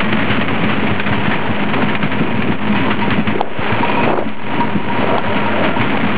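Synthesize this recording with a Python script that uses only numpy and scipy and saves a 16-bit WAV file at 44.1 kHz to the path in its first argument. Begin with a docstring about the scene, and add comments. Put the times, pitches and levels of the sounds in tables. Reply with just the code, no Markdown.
"""Wooden coaster, front seat

Riding fast through a dip and into the timber structure, every source close to a small, dull microphone.
Bumps in the track, as filtered noise bursts, make the car body boom and the chassis thud. Loose fittings
rattle (coloured random contacts) and clack (ringing chatter); a steel wheel rings as one narrow resonance.
Gliding noise bands give flange rubs in the bend and one gust's hoarse edge. Gusts flutter as shaped noise,
wind slaps are short pressure swings, sharp cracks single pulses. The level dips briefly after two gusts."""
import sys
import numpy as np
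from scipy import signal
from scipy.fft import rfft, irfft
from scipy.io import wavfile
from scipy.ndimage import uniform_filter1d, map_coordinates

SR = 44100
rng = np.random.default_rng(int(sys.argv[2]) if len(sys.argv) > 2 else 0)


def inscribe(sig):
    """Save sig as 16-bit PCM at rate SR to the path in sys.argv[1].

    A 1-D sig is mono; a 2-D sig holds one channel per row.
    Samples are clipped to [-1, 1] before scaling.
    """
    pcm = np.round(np.clip(np.atleast_2d(sig).T, -1, 1) * 32767)
    wavfile.write(sys.argv[1], SR, pcm.astype(np.int16))


N = 272097


def from_db(db):
    """Decibels to amplitude gain."""
    return 10 ** (np.asarray(db) / 20)


def rms_one(x):
    """Scale to rms 1."""
    return x / np.sqrt(np.mean(x ** 2) + 1e-20)


def in_time(rows):
    """Draw each level column of a table as straight lines, sample by sample."""
    times_s, *columns = np.transpose(rows)
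    t = np.arange(N) / SR
    return [np.interp(t, times_s, column) for column in columns]


def add(out, start_s, sound):
    """Mix a short sound in at a time."""
    at = max(round(start_s * SR), 0)
    out[at:at + len(sound)] += sound[:N - at]


def colour(x, spectrum):
    """Filter a signal by a spectrum drawn over log frequency; rms 1."""
    hz, db = np.transpose(spectrum)
    bin_hz = np.arange(N // 2 + 1) * SR / N
    gain = from_db(np.interp(np.log(bin_hz + 1), np.log(hz), db))
    return rms_one(irfft(rfft(x) * gain, N))


def drift(knots_per_s):
    """A smooth random curve through chance knots; rms 1."""
    knots = rng.standard_normal(4000)
    position = np.arange(N) / SR * knots_per_s
    return rms_one(map_coordinates(knots, [position], order=3, mode="wrap"))


def resonate(x, hz, width_hz):
    """A two-pole resonance with gain 1 at its peak."""
    radius = np.exp(-np.pi * width_hz / SR)
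    feed = np.array([1, 0, -1]) * (1 - radius ** 2) / 2
    feedback = [1, -2 * radius * np.cos(2 * np.pi * hz / SR), radius ** 2]
    return signal.lfilter(feed, feedback, x + 1e-18)


def even(x, size):
    """Hold a noise near rms 1 over a stretch of samples, leaving its fine grain."""
    power = uniform_filter1d(uniform_filter1d(x * x, size), size)
    return x / np.sqrt(np.maximum(power, 1e-12))


def modal(force, modes, damping):
    """A heavy body's modes answer a force with alternating signs, passing little treble."""
    low_pass = signal.butter(2, 1000, fs=SR, output="sos")
    force = signal.sosfilt(low_pass, force)
    out = np.zeros(len(force))
    for k, (hz, width_hz, db) in enumerate(modes):
        out += (-1) ** k * from_db(db) * resonate(force, hz, width_hz * damping)
    return out


def shove(modes, contact_s, damping):
    """A body's answer to one brief, rough shove; rms 1 over its first 35 ms."""
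    t = np.arange(8192) / SR
    force = rng.standard_normal(len(t)) * np.exp(-t / contact_s)
    boom = modal(force, modes, damping)
    return boom / np.sqrt(np.mean(boom[t < .035] ** 2))


# resonances of the car body: f/Hz, width/Hz before the damping factor, relative level/dB
CAR_MODES = [(153, 16, -5.5), (209.5, 11.6, 5.5), (265, 26.3, -1), (321.3, 111, -10.5)]
# resonances of the chassis: f/Hz, width/Hz before the damping factor, relative level/dB
CHASSIS_MODES = [(87, 28.7, -3.5), (114, 20.4, 3.5)]
SWAYS_PER_S = 14  # chance knots in the level


def rumble(modes, level_db, damping, sway_db):
    """The uneven rail shakes a body all the time, swaying in level by chance."""
    shake = even(modal(rng.standard_normal(N), modes, damping), size=1800)
    return from_db(level_db + sway_db * drift(SWAYS_PER_S)) * shake


# spectrum of rolling noise and rushing air: f/Hz, relative density/dB per Hz
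ROAR_SPECTRUM = [(150, -30.5), (280, -5), (380, 3), (520, -0.5), (700, -1), (880, -8), (1150, -10),
                 (1500, -8.5), (2000, -24), (3000, -49)]


def roar(level_db, lumpy_db):
    """Rolling noise and rushing air, torn into lumps by turbulence."""
    lumps = from_db(lumpy_db * drift(130))
    air = colour(rng.standard_normal(N), ROAR_SPECTRUM) * lumps
    return from_db(level_db) * even(air, size=1800)


# spectrum of timber and fittings: f/Hz, relative density/dB per Hz
RATTLE_SPECTRUM = [(450, -15), (800, -3), (1100, -2.5), (1400, -4), (1900, -3), (2400, -3), (3000, -8),
                   (3350, -12.5), (3650, -19), (4000, -27), (4400, -31), (4700, -26), (5200, -30.5)]


def rattle(level_db, per_s, spread_db, clump_db):
    """Thousands of small contacts in wheels, chains and bars, swelling in clumps."""
    sizes = from_db(spread_db * np.minimum(rng.exponential(1, N), 4))
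    signs = rng.choice([-1, 1], N)
    hits = rng.random(N) < per_s / SR
    contacts = sizes * signs * hits * from_db(clump_db * drift(110))
    return from_db(level_db) * even(colour(contacts, RATTLE_SPECTRUM), size=2200)


# the steel wheel's ring under rolling, harder in the bend: t/s, level/dB above the rattle
WHEEL_RING = [(0, -24.5), (1.3, -6.5), (3.6, -10), (3.95, -4), (4.15, -4), (4.45, -3.5), (4.87, -2.5),
              (5.35, -4.5), (5.6, -8.5), (6.17, -10.5)]
# the wheel knocks against the rail: t/s, peak level/dB
WHEEL_KNOCKS = [(1.4565, -14), (2.752, -17), (3.015, -12), (3.705, -14), (3.8307, -7.5), (3.897, -6.5),
                (3.9716, -12), (4.42, -20), (4.6039, -9.5), (4.9, -15.5), (5.4615, -10.5), (5.7638, -10.5)]
WHEEL_HZ, ROLLING_WIDTH_HZ = 947, 24


def wheel(rattle_db, contact_s, knock_width_hz):
    """One steel mode sings faintly under rolling and rings out after each scraping knock."""
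    ring_db, = in_time(WHEEL_RING)
    singing = even(resonate(rng.standard_normal(N), WHEEL_HZ, ROLLING_WIDTH_HZ), size=2200)
    out = from_db(rattle_db + ring_db) * singing
    t = np.arange(8192) / SR
    for s, db in WHEEL_KNOCKS:
        scrape = rng.standard_normal(len(t)) * np.exp(-t / contact_s)
        ring = resonate(scrape, WHEEL_HZ, knock_width_hz)
        add(out, s - .002, from_db(db) * ring / ring.max())
    return out


# loose fittings slam: t/s, peak level/dB, f/Hz, decay/s
CLACKS = [(0.004, -4, 1350, 0.0086), (0.126, -3.5, 2490, 0.0075), (0.188, -9.5, 1440, 0.029),
          (0.299, -7, 2970, 0.039), (0.411, -7, 1850, 0.015), (0.482, -6.5, 1890, 0.0086),
          (0.636, -11.5, 2270, 0.013), (0.693, -8.4, 1960, 0.032), (0.868, -10, 2210, 0.023),
          (0.998, -3, 2540, 0.0071), (1.062, -9, 1410, 0.02), (1.128, -7, 1960, 0.013),
          (1.256, -8.5, 1750, 0.024), (1.312, -6.4, 1760, 0.046), (1.594, -13, 2130, 0.019),
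          (1.733, -6.5, 1850, 0.019), (1.819, -9.5, 1350, 0.012), (1.884, -13.5, 1710, 0.031),
          (1.951, -4.5, 2420, 0.0074), (2.028, -9.5, 1540, 0.019), (2.116, -11.8, 1970, 0.015),
          (2.196, -12, 1950, 0.012), (2.421, -7.5, 2400, 0.0072), (2.52, -11, 2100, 0.011),
          (2.756, -10.5, 1990, 0.026), (2.909, -7.9, 1470, 0.017), (3.012, -15.5, 2050, 0.038),
          (3.105, -8.5, 1900, 0.043), (3.272, -9.5, 2520, 0.018), (3.305, -16, 2180, 0.02),
          (3.722, -9.2, 1730, 0.0065), (3.897, -15, 2570, 0.012), (4.033, -8, 2500, 0.028),
          (4.187, -14.5, 1380, 0.013), (4.275, -20.5, 1950, 0.028), (4.604, -14.5, 1410, 0.012),
          (5.36, -11.5, 1380, 0.025), (5.458, -21, 1380, 0.0049), (5.635, -8.5, 1390, 0.037),
          (5.811, -5.5, 2160, 0.017)]


def clacks(rise_share, width_hz, ring_db):
    """A loose part slams and chatters around its own pitch; a longer chatter starts softer."""
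    out, t = np.zeros(N), np.arange(6144) / SR
    chatter = even(colour(rng.standard_normal(N), RATTLE_SPECTRUM), size=200)
    for s, db, hz, decay_s in CLACKS:
        start = rng.integers(N - len(t))
        rise_s = rise_share * decay_s
        envelope = (1 - np.exp(-t / rise_s)) * np.exp(-t / decay_s)
        burst = chatter[start:start + len(t)] * envelope
        clack = burst + from_db(ring_db) * resonate(burst, hz, width_hz)
        add(out, s - rise_s, from_db(db) * clack / np.abs(clack).max())
    return out


# the car drops over a bump in the track: t/s, body boom level/dB, chassis thud level/dB
BUMPS = [(0.128, -17, -32), (0.296, -21, -19.5), (0.381, -16, -28), (0.509, -23, -32.5),
         (0.635, -15, -22.2), (0.835, -15.5, -31), (0.912, -15, -18.5), (1.105, -27, -20),
         (1.176, -27, -21), (1.273, -16.5, -20), (1.495, -20, -20.5), (1.615, -17.5, -30),
         (1.832, -18, -33), (1.946, -22, -35.7), (2.032, -12.5, -30), (2.206, -12.5, -23),
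         (2.378, -18.5, -34.5), (2.486, -16.5, -28), (2.695, -15.5, -30), (2.796, -18, -25),
         (3.079, -17.5, -36), (3.118, -20, -19.5), (3.179, -13.0, -37), (3.273, -18, -18.8),
         (3.586, -23, -23.5), (3.721, -20.5, -19.5), (3.801, -20.5, -30), (4.037, -21, -26.5),
         (4.259, -21, -38.3), (4.59, -15, -25), (4.751, -15, -25), (4.991, -26.5, -23), (5.112, -21, -27),
         (5.263, -25, -25), (5.356, -20, -31), (5.792, -25, -19.5), (6.033, -18, -31)]


def bumps():
    """Each bump sets the car body booming and the chassis thudding under it."""
    out = np.zeros(N)
    for s, boom_db, thud_db in BUMPS:
        boom = shove(CAR_MODES, contact_s=0.012, damping=1.37)
        thud = shove(CHASSIS_MODES, contact_s=0.0092, damping=1.0)
        add(out, s - .004, from_db(boom_db) * boom)
        add(out, s - .008, from_db(thud_db) * thud)
    return out


# sharp cracks from the overloaded microphone: t/s, peak level/dB
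CRACKS = [(.127, -23), (3.106, -12), (3.4114, -8.5), (4.19, -25), (4.29, -24), (5.183, -10)]
CRACK_HZ, CRACK_WIDTH_HZ = 3250, 370


def cracks():
    """A single sharp pulse through the microphone's upper resonance."""
    out = np.zeros(N)
    crack = resonate(signal.unit_impulse(256), CRACK_HZ, CRACK_WIDTH_HZ)
    for s, db in CRACKS:
        add(out, s, from_db(db) * crack / crack.max())
    return out


# the din dips briefly between shakes: t/s, depth of the level/dB
LULLS = [(.465, 4), (.96, 2), (1.03, 4.5), (1.678, 1.5), (1.989, 5), (2.09, 3.5), (2.58, 6.5), (2.962, 5),
         (3.241, 5), (4.16, 4), (5.21, 4.5), (5.74, 5.5)]
LULL_S = .025  # from the deepest point to 1/e of the depth


def lulls():
    """How far the steady din sinks in its brief, bell-shaped dips, in dB."""
    t = np.arange(N) / SR
    return sum(depth_db * np.exp(-((t - s) / LULL_S) ** 2) for s, depth_db in LULLS)


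# gusts swell and break off: t/s at the height, level/dB, swell/s, fade/s
GUSTS = [(1.82, -20, 0.1, 0.023), (2.895, -18, .04, 0.022), (3.406, -20.5, 0.037, 0.0087),
         (4.125, -14.5, .1, 0.021), (4.19, -16.5, .04, 0.019), (5.135, -16.5, 0.055, 0.034),
         (5.63, -22.5, .06, .05), (5.94, -19, 0.022, .04)]
# spectrum of wind on the microphone: f/Hz, relative density/dB per Hz
GUST_SPECTRUM = [(150, -33), (300, 5), (460, 4.5), (700, 0.5), (950, 2), (1400, -10), (2500, -35)]


def gusts(lumpy_db):
    """Air tears across the microphone in a fast, ragged flutter; each gust swells and breaks off."""
    t = np.arange(N) / SR
    air = colour(rng.standard_normal(N), GUST_SPECTRUM) * from_db(lumpy_db * drift(200))
    flutter = even(air, size=1200)
    strength = np.zeros(N)
    for s, db, swell_s, fade_s in GUSTS:
        side_s = np.where(t < s, swell_s, fade_s)
        strength += from_db(db) * np.exp(-((t - s) / side_s) ** 2)
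    return flutter * strength


# wind slaps the microphone: t/s, level/dB of the swing, f/Hz
BUFFETS = [(3.359, -6.5, 380), (3.4105, -2, 565), (3.412, 3, 780), (4.077, -2, 700), (4.111, -6.5, 665),
           (4.135, -10, 534), (4.189, -3, 483), (4.213, -13, 514), (4.227, -10, 584), (4.759, -10.5, 221),
           (5.028, -9, 625), (5.044, -5.5, 537), (5.183, 0, 890)]


def buffets(cycles):
    """An eddy hits the microphone: a pressure swing of a cycle or two."""
    out, t = np.zeros(N), np.arange(-512, 512) / SR
    for s, db, hz in BUFFETS:
        wave = np.sin(2 * np.pi * (hz * t + rng.random()))
        swing = wave * np.exp(-(hz * t / cycles) ** 2)
        add(out, s + t[0], from_db(db) * swing)
    return out


# hoarse noise bands: flange rubs in the bend, and at 5.06-5.23 s a gust's hoarse edge:
# start t/s, end t/s, start f/Hz, end f/Hz, level/dB at the height
HOARSE_BANDS = [(3.8, 4.13, 2370, 2600, -29), (5.08, 5.21, 660, 680, -20.5),
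                (5.06, 5.23, 1350, 1380, -28.5), (5.27, 5.42, 610, 620, -27), (5.45, 5.79, 615, 640, -23),
                (5.25, 6.0, 1370, 1390, -31)]


def hoarse_band(band, knots_per_s, arch):
    """A narrow band of noise, a tone of randomly drifting strength and phase, glides, swells and fades."""
    start_s, end_s, start_hz, end_hz, db = band
    progress = np.clip((np.arange(N) / SR - start_s) / (end_s - start_s), 0, 1)
    glide_hz = start_hz + (end_hz - start_hz) * progress
    phase = 2 * np.pi * np.cumsum(glide_hz) / SR
    hoarse = drift(knots_per_s) * np.sin(phase) + drift(knots_per_s) * np.cos(phase)
    swell = np.abs(np.sin(np.pi * progress)) ** arch
    return from_db(db) * swell * even(hoarse, size=1500)


# steady levels along the run, before the lulls: t/s, body boom level/dB, roar level/dB, rattle level/dB
RIDE = [(0.0, -19, -25.5, -21.5), (1.25, -20, -25, -22.5), (1.42, -25, -25, -24.5),
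        (1.78, -18.5, -25.9, -22.5), (2.1, -21, -25.5, -24.5), (2.58, -20.5, -27.5, -25.4),
        (2.8, -17.5, -27, -21), (3.38, -22.5, -25, -26.5), (3.44, -33, -25.5, -37.5),
        (3.54, -34, -30, -30.5), (3.65, -27, -22, -20.5), (4.06, -18.5, -20, -22.5),
        (4.2, -26, -25.5, -31.5), (4.37, -33, -37, -34.5), (4.55, -21.5, -23.5, -23.5),
        (4.83, -24.3, -29, -29), (4.98, -21.2, -22.5, -21.9), (5.24, -24.0, -22.5, -23.4),
        (5.62, -19.5, -22.5, -21.5), (6.17, -20, -24.5, -21.5)]
SHUDDER_DB = -8  # chassis shudder against the body boom


def scene():
    """Car, fittings, steel and air, all close to the microphone."""
    boom_db, roar_db, rattle_db = in_time(RIDE) - lulls()
    car = rumble(CAR_MODES, boom_db, damping=0.9, sway_db=.6) + bumps()
    car += rumble(CHASSIS_MODES, boom_db + SHUDDER_DB, damping=1.3, sway_db=1.7)
    fittings = rattle(rattle_db, per_s=2200, spread_db=0.1, clump_db=1.6)
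    fittings += clacks(rise_share=.09, width_hz=130, ring_db=-0.5)
    steel = wheel(rattle_db, contact_s=0.0061, knock_width_hz=18.4)
    hoarse = sum(hoarse_band(band, knots_per_s=105, arch=0.5) for band in HOARSE_BANDS)
    air = roar(roar_db, lumpy_db=2.0) + gusts(lumpy_db=5.5)
    air += buffets(cycles=0.95) + cracks()
    return (car + fittings + steel + hoarse + air)[None]


MIC_TOP_HZ, CUTOFF_HZ = 5330, 15800  # dull microphone's stop band edge, recorder's upper limit
CEILING, FIZZ_DB = .76, -33  # rounding level of the peaks, gain of the fizz
BIAS = -.148  # the recorder's signal rests a little below zero


def record(dry):
    """A wind filter cuts bass, peaks are rounded, treble is cut; a faint fizz rides on bright sounds."""
    wind_filter = signal.butter(4, 68, "high", fs=SR, output="sos")
    mic_top = signal.cheby2(12, 60, MIC_TOP_HZ, fs=SR, output="sos")
    fizz_band = signal.butter(3, 7200, "high", fs=SR, output="sos")
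    cutoff = signal.ellip(10, .1, 80, CUTOFF_HZ, fs=SR, output="sos")
    x = signal.sosfilt(wind_filter, dry)
    x = CEILING * np.tanh(x / CEILING)
    x = signal.sosfilt(mic_top, x)
    # noise scaled by the signal's slope, so fast-moving sounds fizz most
    fizz = signal.sosfilt(fizz_band, np.gradient(x, axis=1) * rng.standard_normal(N))
    return BIAS + signal.sosfilt(cutoff, x + from_db(FIZZ_DB) * fizz)


dry = scene()
out = record(dry)
inscribe(out)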